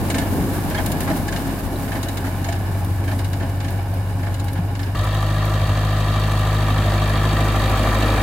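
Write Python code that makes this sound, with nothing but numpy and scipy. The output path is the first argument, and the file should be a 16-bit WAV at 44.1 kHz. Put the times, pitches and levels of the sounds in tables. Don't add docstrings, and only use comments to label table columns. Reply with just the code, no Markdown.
import sys
import numpy as np
from scipy import signal
from scipy.fft import rfft, irfft, next_fast_len
from scipy.io import wavfile

SR = 44100
rng = np.random.default_rng(int(sys.argv[2]) if len(sys.argv) > 2 else 0)


def waveform_to_disk(signal):
    frames = np.transpose(np.atleast_2d(signal))
    scaled = np.clip(frames, -1, 1) * 32767
    samples = np.round(scaled).astype(np.int16)
    wavfile.write(sys.argv[1], SR, samples)


N = 362502
TIME = np.arange(N) / SR
CUT_S = 4.949

FRONT_START_M, FRONT_ASIDE_M, FRONT_M_PER_S = 12, 4.8, 2.78
FIRING_RISE, FIRING_SPREAD_DB = 0.16, 2.0
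# base level at the cut in dB, dB gained as the distance halves.
THROB_LEVEL, BOOM_LEVEL, KNOCK_LEVEL = (-25.5, 3.8), (-35, 8.2), (-28.5, 3.65)
VALVE_LEVEL, PUMP_LEVEL, HISS_LEVEL = (-37, 3.8), (-51.5, 11.2), (-45.5, 4.3)
# time in seconds, firings per second.
SPEED_FRONT = [(5, 51.3), (6.6, 51.5), (6.95, 50.5), (7.3, 52.1), (7.6, 51.4), (8.2, 52.2)]
SPEED_REAR = [(0, 47.0), (1.5, 47.8), (2.7, 47.9), (4.2, 48.6)]
# cylinder number, accent in dB.
CYLINDERS = [(0, 3.5), (1, -1.5), (2, 1), (3, 1)]
# time in seconds, second and third harmonic in dB.
EXHAUST_FRONT = [(4.95, -21.5, -31.5), (5.3, -20, -28), (6.9, -19.5, -28.3), (7.35, -20.5, -26),
                 (7.85, -21.5, -42), (8.2, -22, -40)]
# time in seconds, level in dB.
EXHAUST_REAR = [(0, -25.5), (0.9, -28.5), (1.5, -32), (2.7, -22), (3.6, -23), (4.95, -23)]
# multiple of the four-stroke cycle rate, relative level in dB.
ORDERS_LOPE = [(5, -31), (6, -29.5), (7, -13.5), (11, -24.5)]
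ORDERS_BOOM = [(16, -7), (17, -8.5), (19, -12), (20, -8), (21, -15.5), (23, -14), (25, -10), (27, -11.5),
               (35, -11.5), (41, -11), (48, -10), (61, -12)]
ORDERS_REAR = [(7, -13), (10, -16), (12, -16.5), (14, -18), (23, -22), (45, -45.5), (68, -29)]
# frequency in Hz, gain in dB.
BOOM_EQ = [(30, -23), (70, -0.5), (130, 5.5), (210, -6), (330, 1), (410, -6), (600, -6), (1000, -8.5),
           (2500, -15.5), (6000, -53)]
HISS_EQ = [(1000, 8.5), (4500, -5.5), (5400, -0.5), (6300, 3), (8000, 1.5), (9500, 1), (12500, 0),
           (16000, -3)]
# pitch in Hz, bandwidth in Hz, gain in dB.
BLOCK_MODES = [(516, 113, -1), (643, 183, 3), (782, 128, 0.5), (1003, 123, 1), (1169, 112, 4.5),
               (1315, 123, 0), (1728, 215, 0), (1904, 220, -5)]
VALVE_MODES = [(2310, 90, 1), (2720, 230, 2), (3236, 570, 2), (3800, 340, -0.5), (4390, 800, -3)]
PUMP_MODES = [(2353, 150, 6), (2660, 90, -5)]
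# pitch in Hz, bandwidth in Hz, gain in dB.
TREBLE_FLICKER_MODES = [(3830, 110, 6), (4430, 90, 1), (6070, 150, -3), (6700, 200, -2.5),
                        (7330, 140, -4.5), (7950, 240, -4)]

REAR_M_PER_S = 1.88
# closest moment in seconds, distance to the side in metres.
BEATERS_PASS, RATCHET_PASS, BOX_PASS, STRAW_PASS = (0.27, 2.5), (0.033, 0.48), (0.33, 2.95), (0.14, 3.9)
# base level when closest in dB, dB lost as the distance doubles.
POUND_LEVEL, RATTLE_LEVEL, STRAW_LEVEL = (-25, 6.65), (-32.5, 2.57), (-43, 6.86)
PAWL_LEVEL, LINKAGE_LEVEL, SNAP_LEVEL = (-19.5, 4.2), (-29, 2.74), (-9.5, 6.5)
JOLT_LEVEL, CRUNCH_LEVEL = (-17.5, 6.8), (-17.5, 9.2)
# start in seconds, then accents in dB for ratchet, jolts and wheel ring.
FEED_TURNS = [(0.0995, -1.5, -1.5, -6), (1.2803, 1, -3.5, 0.5), (2.4428, 1, -0.5, -3),
              (3.6013, -0.5, -2, -3), (4.7498, 0.5, 3, -4)]
# share of the turn, then accents in dB for pawl, linkage and wheel ring.
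PAWL_CLICKS = [(0, -0.5, 0, -5), (0.0365, -0.5, -4.5, -9), (0.069, -1, 0, -6), (0.644, 1, -1, 2),
               (0.692, 1, -2, 4), (0.766, 0.5, 0, -1)]
# share of the turn, then accents in dB for panels, frame and floor.
BOX_JOLTS = [(0.036, -7.5, -7, -5.5), (0.097, -23, -13, -1), (0.513, -2, -12, -34), (0.547, 0, -5.5, -0.5),
             (0.578, 4, -7.5, -2.5), (0.826, 1.5, -10.5, 0.5), (0.847, 1.5, -10.5, -0.5)]
# share of the turn, accent in dB.
SLAB_BREAKS = [(0.572, -6.5), (0.824, -3.5)]
# pitch in Hz, bandwidth in Hz, gain in dB.
PAWL_MODES = [(6760, 170, 0.5), (7340, 210, -5), (8440, 200, -6), (8860, 94, -0.5)]
LINKAGE_MODES = [(1626, 140, 5), (2170, 130, 3), (2880, 230, 0), (3550, 89, -1), (3900, 106, -2),
                 (4230, 110, -2), (4850, 810, -7.5)]
SNAP_MODES = [(3930, 2600, -4), (9240, 600, 4.5), (12600, 7800, -1)]
BOX_MODES = [(540.4, 36, -0.5), (688, 61, 2), (820.5, 28.4, 4.5), (932, 69, -2), (1078, 123, -5.5),
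             (1505, 165, -8.5), (1742, 112, -7.5), (2255, 220, -14), (2915, 150, -15), (3730, 360, -22),
             (5100, 310, -24)]
PANEL_MODES = [(630, 43, 1), (827, 44, 2), (1070, 200, -12.5)]
FRAME_MODES = [(1650, 124, 1), (1800, 49, 1.5), (2190, 320, -7.5), (3150, 130, -7.5), (3770, 1100, -17.5)]
FLOOR_MODES = [(168, 7.8, 0), (272, 40, 0)]
CRUNCH_MODES = [(420, 200, -4), (1480, 630, -0.5), (2060, 310, -1)]
# frequency in Hz, gain in dB.
POUND_EQ = [(30, -14), (70, -2.5), (130, 0.5), (210, 1), (280, -1), (340, -3), (450, -9), (700, -17),
            (1500, -43), (4000, -78)]
STRAW_EQ = [(300, 8), (1000, 12), (2500, -0.5), (4500, -2.5), (6000, -4.5), (8000, -3), (10000, -1.5),
            (12500, 1.5), (16000, -4)]
AIR_LOSS_EQ = [(3000, -1.5), (8000, -0.5), (15000, -3.5)]
# start in seconds,
# pitch in Hz, peak level in dB.
CLINKS = [(0.778, 3240, -24), (1.102, 315, -22.5), (1.105, 632, -21), (1.105, 1740, -30),
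          (1.285, 1720, -26), (1.359, 1790, -31), (1.759, 3930, -31.5), (2.488, 682, -21),
          (4.59, 174, -16.5), (4.831, 5160, -33)]
CLINK_CYCLES, CLINK_LONGEST_S = 150, 0.16
# start in seconds, strength in dB.
GRIT_HITS = [(1.033, -31), (2.8455, -32.5), (3.7044, -34), (3.9389, -36), (4.4416, -33.5), (4.53, -31.5),
             (5.0419, -35), (5.451, -32), (7.6964, -33)]

# frequency in Hz, side against mid in dB.
WIDTH_FRONT = [(50, -2), (200, -15), (700, -17.5), (1200, -9), (1600, -4.5), (3000, -7), (4500, -1),
               (5400, 3), (6400, -3), (7500, 0), (15000, 1.5)]
WIDTH_REAR = [(60, 6.5), (100, -26), (300, -14.5), (700, -11), (1300, -3.5), (2000, -1.5), (2850, -2.5),
              (3400, 0), (6000, 0), (15000, 0.5)]
# frequency in Hz, left against right in dB.
LEAN_FRONT = [(60, 0), (700, -0.5), (1100, 1), (3000, -1), (3900, -2.5), (5400, 1), (7600, -2.5),
              (9000, 1.5), (12000, -3), (15000, -4)]
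LEAN_REAR = [(100, 4.5), (300, -2), (1400, 0), (1750, -6.5), (2200, -0.5), (3600, 0.5), (4900, -4),
             (6000, 0.5), (6900, -9.5), (8900, 8), (10500, 7), (12500, -5), (15000, -1)]


def tractor_ahead(cycles):
    throb = exhaust_throb(cycles)
    lope = from_db(-26.5) * hum(cycles, ORDERS_LOPE, waver_db=7.5)
    drone = from_db(oncoming(BOOM_LEVEL) - 1.5) * hum(cycles, ORDERS_BOOM, waver_db=2.5)
    body = engine_boom(cycles) + diesel_knock(cycles)
    top = valve_clatter(cycles) + injection_pump(cycles) + hiss_and_flicker(cycles)
    return throb + lope + drone + stereo(body + top, WIDTH_FRONT, LEAN_FRONT)


def exhaust_throb(cycles):
    second_db, third_db = in_time(EXHAUST_FRONT)
    sway = 0.0032 * np.sin(2 * np.pi * cycles)
    angle = 2 * np.pi * len(CYLINDERS) * (cycles + sway)
    fundamental = from_db(oncoming(THROB_LEVEL)) * np.cos(angle)
    overtones = from_db(second_db) * np.cos(2 * angle) + from_db(third_db) * np.sin(3 * angle)
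    return np.sqrt(2) * (fundamental + overtones)


def engine_boom(cycles):
    puffs = firing_gate(cycles, decay=0.38, floor=1.0, lag=0) * rng.standard_normal((2, N))
    return from_db(oncoming(BOOM_LEVEL)) * rms_one(colour(puffs, BOOM_EQ))


def diesel_knock(cycles):
    punch = from_db(0.77 * drift(50)) * firing_gate(cycles, decay=0.4, floor=1.0, lag=0.42)
    blasts = punch * crank_noise(cycles, fresh=1.05)
    return from_db(oncoming(KNOCK_LEVEL) - 1.56) * rms_one(resonate(blasts, BLOCK_MODES, order=2))


def valve_clatter(cycles):
    gate = firing_gate(cycles, decay=0.23, floor=1.0, lag=0.47)
    taps = gate * (grains(2500, spread_db=1.5) + 0.92 * crank_noise(cycles, fresh=0))
    level_db = oncoming(VALVE_LEVEL) - 2.1 + 0.71 * drift(50)
    return from_db(level_db) * rms_one(resonate(taps, VALVE_MODES, order=2))


def injection_pump(cycles):
    shake = firing_gate(cycles, decay=0.25, floor=0.24, lag=0.66) * grains(3000, spread_db=-1.0)
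    level_db = oncoming(PUMP_LEVEL) + 1.5 * drift(20)
    return from_db(level_db) * rms_one(resonate(shake, PUMP_MODES, order=2))


def hiss_and_flicker(cycles):
    base_db = oncoming(HISS_LEVEL)
    grit = firing_gate(cycles, decay=0.65, floor=1.0, lag=0.3) * grains(5000, spread_db=-3.0)
    hiss = from_db(base_db + 2.4) * rms_one(colour(grit, HISS_EQ))
    flicker = firing_gate(cycles, decay=0.25, floor=0.49, lag=0.63) * grains(250, spread_db=0.5)
    return hiss + from_db(base_db - 5) * rms_one(resonate(flicker, TREBLE_FLICKER_MODES))


def tractor_behind(cycles):
    drone_db, = in_time(EXHAUST_REAR)
    sway = 0.011 * np.sin(2 * np.pi * cycles)
    drone = from_db(0.75 * drift(14)) * tone(cycles + sway, order=8)
    drone += hum(cycles, ORDERS_REAR, waver_db=3.0)
    firing_note = from_db(-33.5) * tone(cycles, order=4)
    return from_db(drone_db) * drone + firing_note


def crank():
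    firing_hz = np.where(TIME < CUT_S, *in_time(SPEED_REAR), *in_time(SPEED_FRONT))
    return np.cumsum(firing_hz + 0.1483 * drift(12)) / SR / len(CYLINDERS)


def firing_gate(cycles, decay, floor, lag):
    firings = cycles * len(CYLINDERS) - lag + 1
    count = firings.astype(int)
    accent_db = np.array(CYLINDERS)[count % len(CYLINDERS), 1]
    strength = from_db(accent_db + FIRING_SPREAD_DB * rng.standard_normal(1024)[count])
    age = firings % 1
    attack = np.minimum(age / FIRING_RISE, 1)
    return floor + strength * attack * np.exp(-np.maximum(age - FIRING_RISE, 0) / decay)


def crank_noise(cycles, fresh):
    size = 3440
    loops = [np.interp(cycles % 1 * size, np.arange(size), p) for p in rng.standard_normal((2, size))]
    return loops + fresh * rng.standard_normal((2, N))


def hum(cycles, orders, waver_db):
    return sum(from_db(db + waver_db * drift(7)) * tone(cycles, round(k)) for k, db in orders)


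def tone(cycles, order):
    return np.sqrt(2) * np.sin(2 * np.pi * (order * cycles + rng.random()))


def beaters():
    base_db = passing(POUND_LEVEL, BEATERS_PASS, TIME)
    pound_db = base_db + 0.87 + drift(21.9)
    pounding = from_db(pound_db) * rms_one(colour(grains(1200, spread_db=0.8), POUND_EQ))
    boom = resonate(grains(500, spread_db=2.5), [(271.7, 8.9, 4), (331.2, 13.5, -5.5)], order=2)
    return pounding + from_db(base_db - 7.5) * rms_one(boom)


def box_rattle():
    starts = np.array(FEED_TURNS)[:, 0]
    turns = (TIME - starts[0]) / np.mean(np.diff(starts))
    surge_db = 0.5 * np.cos(2 * np.pi * turns)
    level_db = passing(RATTLE_LEVEL, BOX_PASS, TIME) - 1.0 + surge_db + drift(30)
    return from_db(level_db) * rms_one(resonate(grains(2500, spread_db=0.0), BOX_MODES))


def feed_ratchet():
    s, turn_db, _, wheel_db, share, click_db, shake_db, ring_db = every_turn(PAWL_CLICKS)
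    pawl_db = passing(PAWL_LEVEL, RATCHET_PASS, s) + turn_db + click_db + 7.5
    linkage_db = passing(LINKAGE_LEVEL, RATCHET_PASS, s) + turn_db + shake_db
    snap_db = passing(SNAP_LEVEL, RATCHET_PASS, s) + click_db
    pawl = 0
    for mode in PAWL_MODES:
        scatter_db = rng.normal(0, 3, len(s))
        pawl += resonate(blows(s, pawl_db + scatter_db, t60=0.052, rise_s=0.0013), [mode])
    linkage = resonate(blows(s, linkage_db + 16, t60=0.089, rise_s=0.0012), LINKAGE_MODES)
    ping_db = linkage_db + wheel_db + ring_db
    wheel = sum(struck(at, hz=3900, peak_db=db, t60=0.07) for at, db in zip(s, ping_db))
    back = share > .5
    snap = resonate(blows(s[back], snap_db[back], t60=0.031, rise_s=0.00099), SNAP_MODES)
    return pawl + linkage + wheel + snap


def box_clanks():
    s, _, turn_db, _, _, panel_db, frame_db, floor_db = every_turn(BOX_JOLTS)
    jolt_db = passing(JOLT_LEVEL, BOX_PASS, s) + turn_db
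    panels = resonate(blows(s, jolt_db + panel_db + 12.5, t60=0.16, rise_s=0.004), PANEL_MODES)
    frame = resonate(blows(s, jolt_db + frame_db + 16, t60=0.13, rise_s=0.0011), FRAME_MODES)
    floor = resonate(blows(s, jolt_db + floor_db + 20.5, t60=0.17, rise_s=0.0038), FLOOR_MODES)
    return panels + frame + floor


def load_crunch():
    s, *_, accent_db = every_turn(SLAB_BREAKS)
    level_db = passing(CRUNCH_LEVEL, BEATERS_PASS, s) + accent_db + 12.5
    return resonate(blows(s, level_db, t60=0.12, rise_s=0.0063), CRUNCH_MODES)


def straw_rain():
    level_db = passing(STRAW_LEVEL, STRAW_PASS, TIME) + 8.0 + 1.22 * drift(40)
    patter = from_db(level_db) * rms_one(colour(grains(7000, spread_db=3.0), STRAW_EQ))
    far = np.minimum(TIME / CUT_S, 1)
    return (1 - far) * patter + far * colour(patter, AIR_LOSS_EQ)


def clinks():
    return sum(struck(s, hz, db, min(CLINK_CYCLES / hz, CLINK_LONGEST_S)) for s, hz, db in CLINKS)


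def grit_ticks():
    s, strength_db = np.transpose(GRIT_HITS)
    return resonate(blows(s, strength_db + 5.5, t60=0.045, rise_s=.0007), SNAP_MODES)


def oncoming(level):
    far_db, gain_db = level
    metres = np.hypot(FRONT_ASIDE_M, FRONT_START_M - FRONT_M_PER_S * (TIME - CUT_S))
    return far_db + gain_db * np.log2(np.hypot(FRONT_ASIDE_M, FRONT_START_M) / metres)


def passing(level, part, s):
    closest_db, loss_db = level
    abreast_s, aside_m = part
    return closest_db - loss_db * np.log2(np.hypot(1, REAR_M_PER_S * (s - abreast_s) / aside_m))


def every_turn(pattern):
    lengths = np.diff(np.array(FEED_TURNS)[:, 0])
    turns = zip(FEED_TURNS, [*lengths, lengths[-1]])
    rows = np.array([(start + row[0] * length, *accents, *row)
                     for (start, *accents), length in turns for row in pattern])
    return rows[rows[:, 0] < CUT_S].T


def grains(per_s, spread_db):
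    born = rng.random((2, N)) < per_s / SR
    sizes = from_db(spread_db * np.minimum(rng.exponential(1, (2, N)), 4))
    return rms_one(born * sizes * rng.choice([-1, 1], (2, N)))


def blows(times, levels_db, t60, rise_s):
    hits = np.zeros(N)
    hits[(times * SR).astype(int)] = from_db(levels_db)
    tails = signal.lfilter([1], [1, -from_db(-60 / (t60 * SR))], hits + 1e-18)
    lag = np.exp(-1 / (rise_s * SR))
    return signal.lfilter([1 - lag], [1, -lag], tails) * rng.standard_normal((2, N))


def struck(s, hz, peak_db, t60):
    out = np.zeros(N)
    age = TIME[:SR // 4]
    start = int(s * SR)
    out[start:start + len(age)] = from_db(peak_db - 60 * age / t60) * np.sin(2 * np.pi * hz * age)
    return out


def resonate(x, modes, order=1):
    out = 0
    for k, (hz, width, db) in enumerate(modes):
        r = np.exp(-np.pi * width / SR)
        gain = (1 - r * r) / 2
        section = [gain, 0, -gain, 1, -2 * r * np.cos(2 * np.pi * hz / SR), r * r]
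        out = out + (-1) ** k * from_db(db) * signal.sosfilt([section] * order, x + 1e-18)
    return out


def colour(x, spectrum):
    size = next_fast_len(N + 4096)
    hz, db = np.transpose(spectrum)
    grid = np.maximum(np.arange(size // 2 + 1) * SR / size, 1)
    return irfft(rfft(x, size) * from_db(np.interp(np.log(grid), np.log(hz), db)), size)[..., :N]


def stereo(pair, width, lean):
    left, right = pair[0] + colour(pair[1], width) * [[1], [-1]]
    half = np.array(lean) * [1, .5]
    return np.array([colour(left, half), colour(right, half * [1, -1])])


def drift(rate):
    knots = rng.standard_normal(4096)
    return rms_one(np.interp(TIME * rate, np.arange(len(knots)), knots))


def in_time(rows):
    s, *columns = np.transpose(rows)
    return [np.interp(TIME, s, c) for c in columns]


def from_db(db):
    return 10 ** (np.asarray(db) / 20)


def rms_one(x):
    return x / np.sqrt(np.mean(x ** 2) + 1e-20)


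def scene():
    cycles = crank()
    centre = tractor_behind(cycles) + clinks()
    spreader = beaters() + box_rattle() + straw_rain() + feed_ratchet() + box_clanks() + load_crunch()
    behind = centre + stereo(spreader, WIDTH_REAR, LEAN_REAR)
    return np.where(TIME < CUT_S, behind, tractor_ahead(cycles)) + grit_ticks()


def record(dry):
    cutoff_hz = 15850
    low_pass = signal.ellip(14, .1, 90, cutoff_hz, fs=SR, output="sos")
    return signal.sosfilt(low_pass, dry * from_db([[.3], [-.3]]))


dry = scene()
out = record(dry)
waveform_to_disk(out)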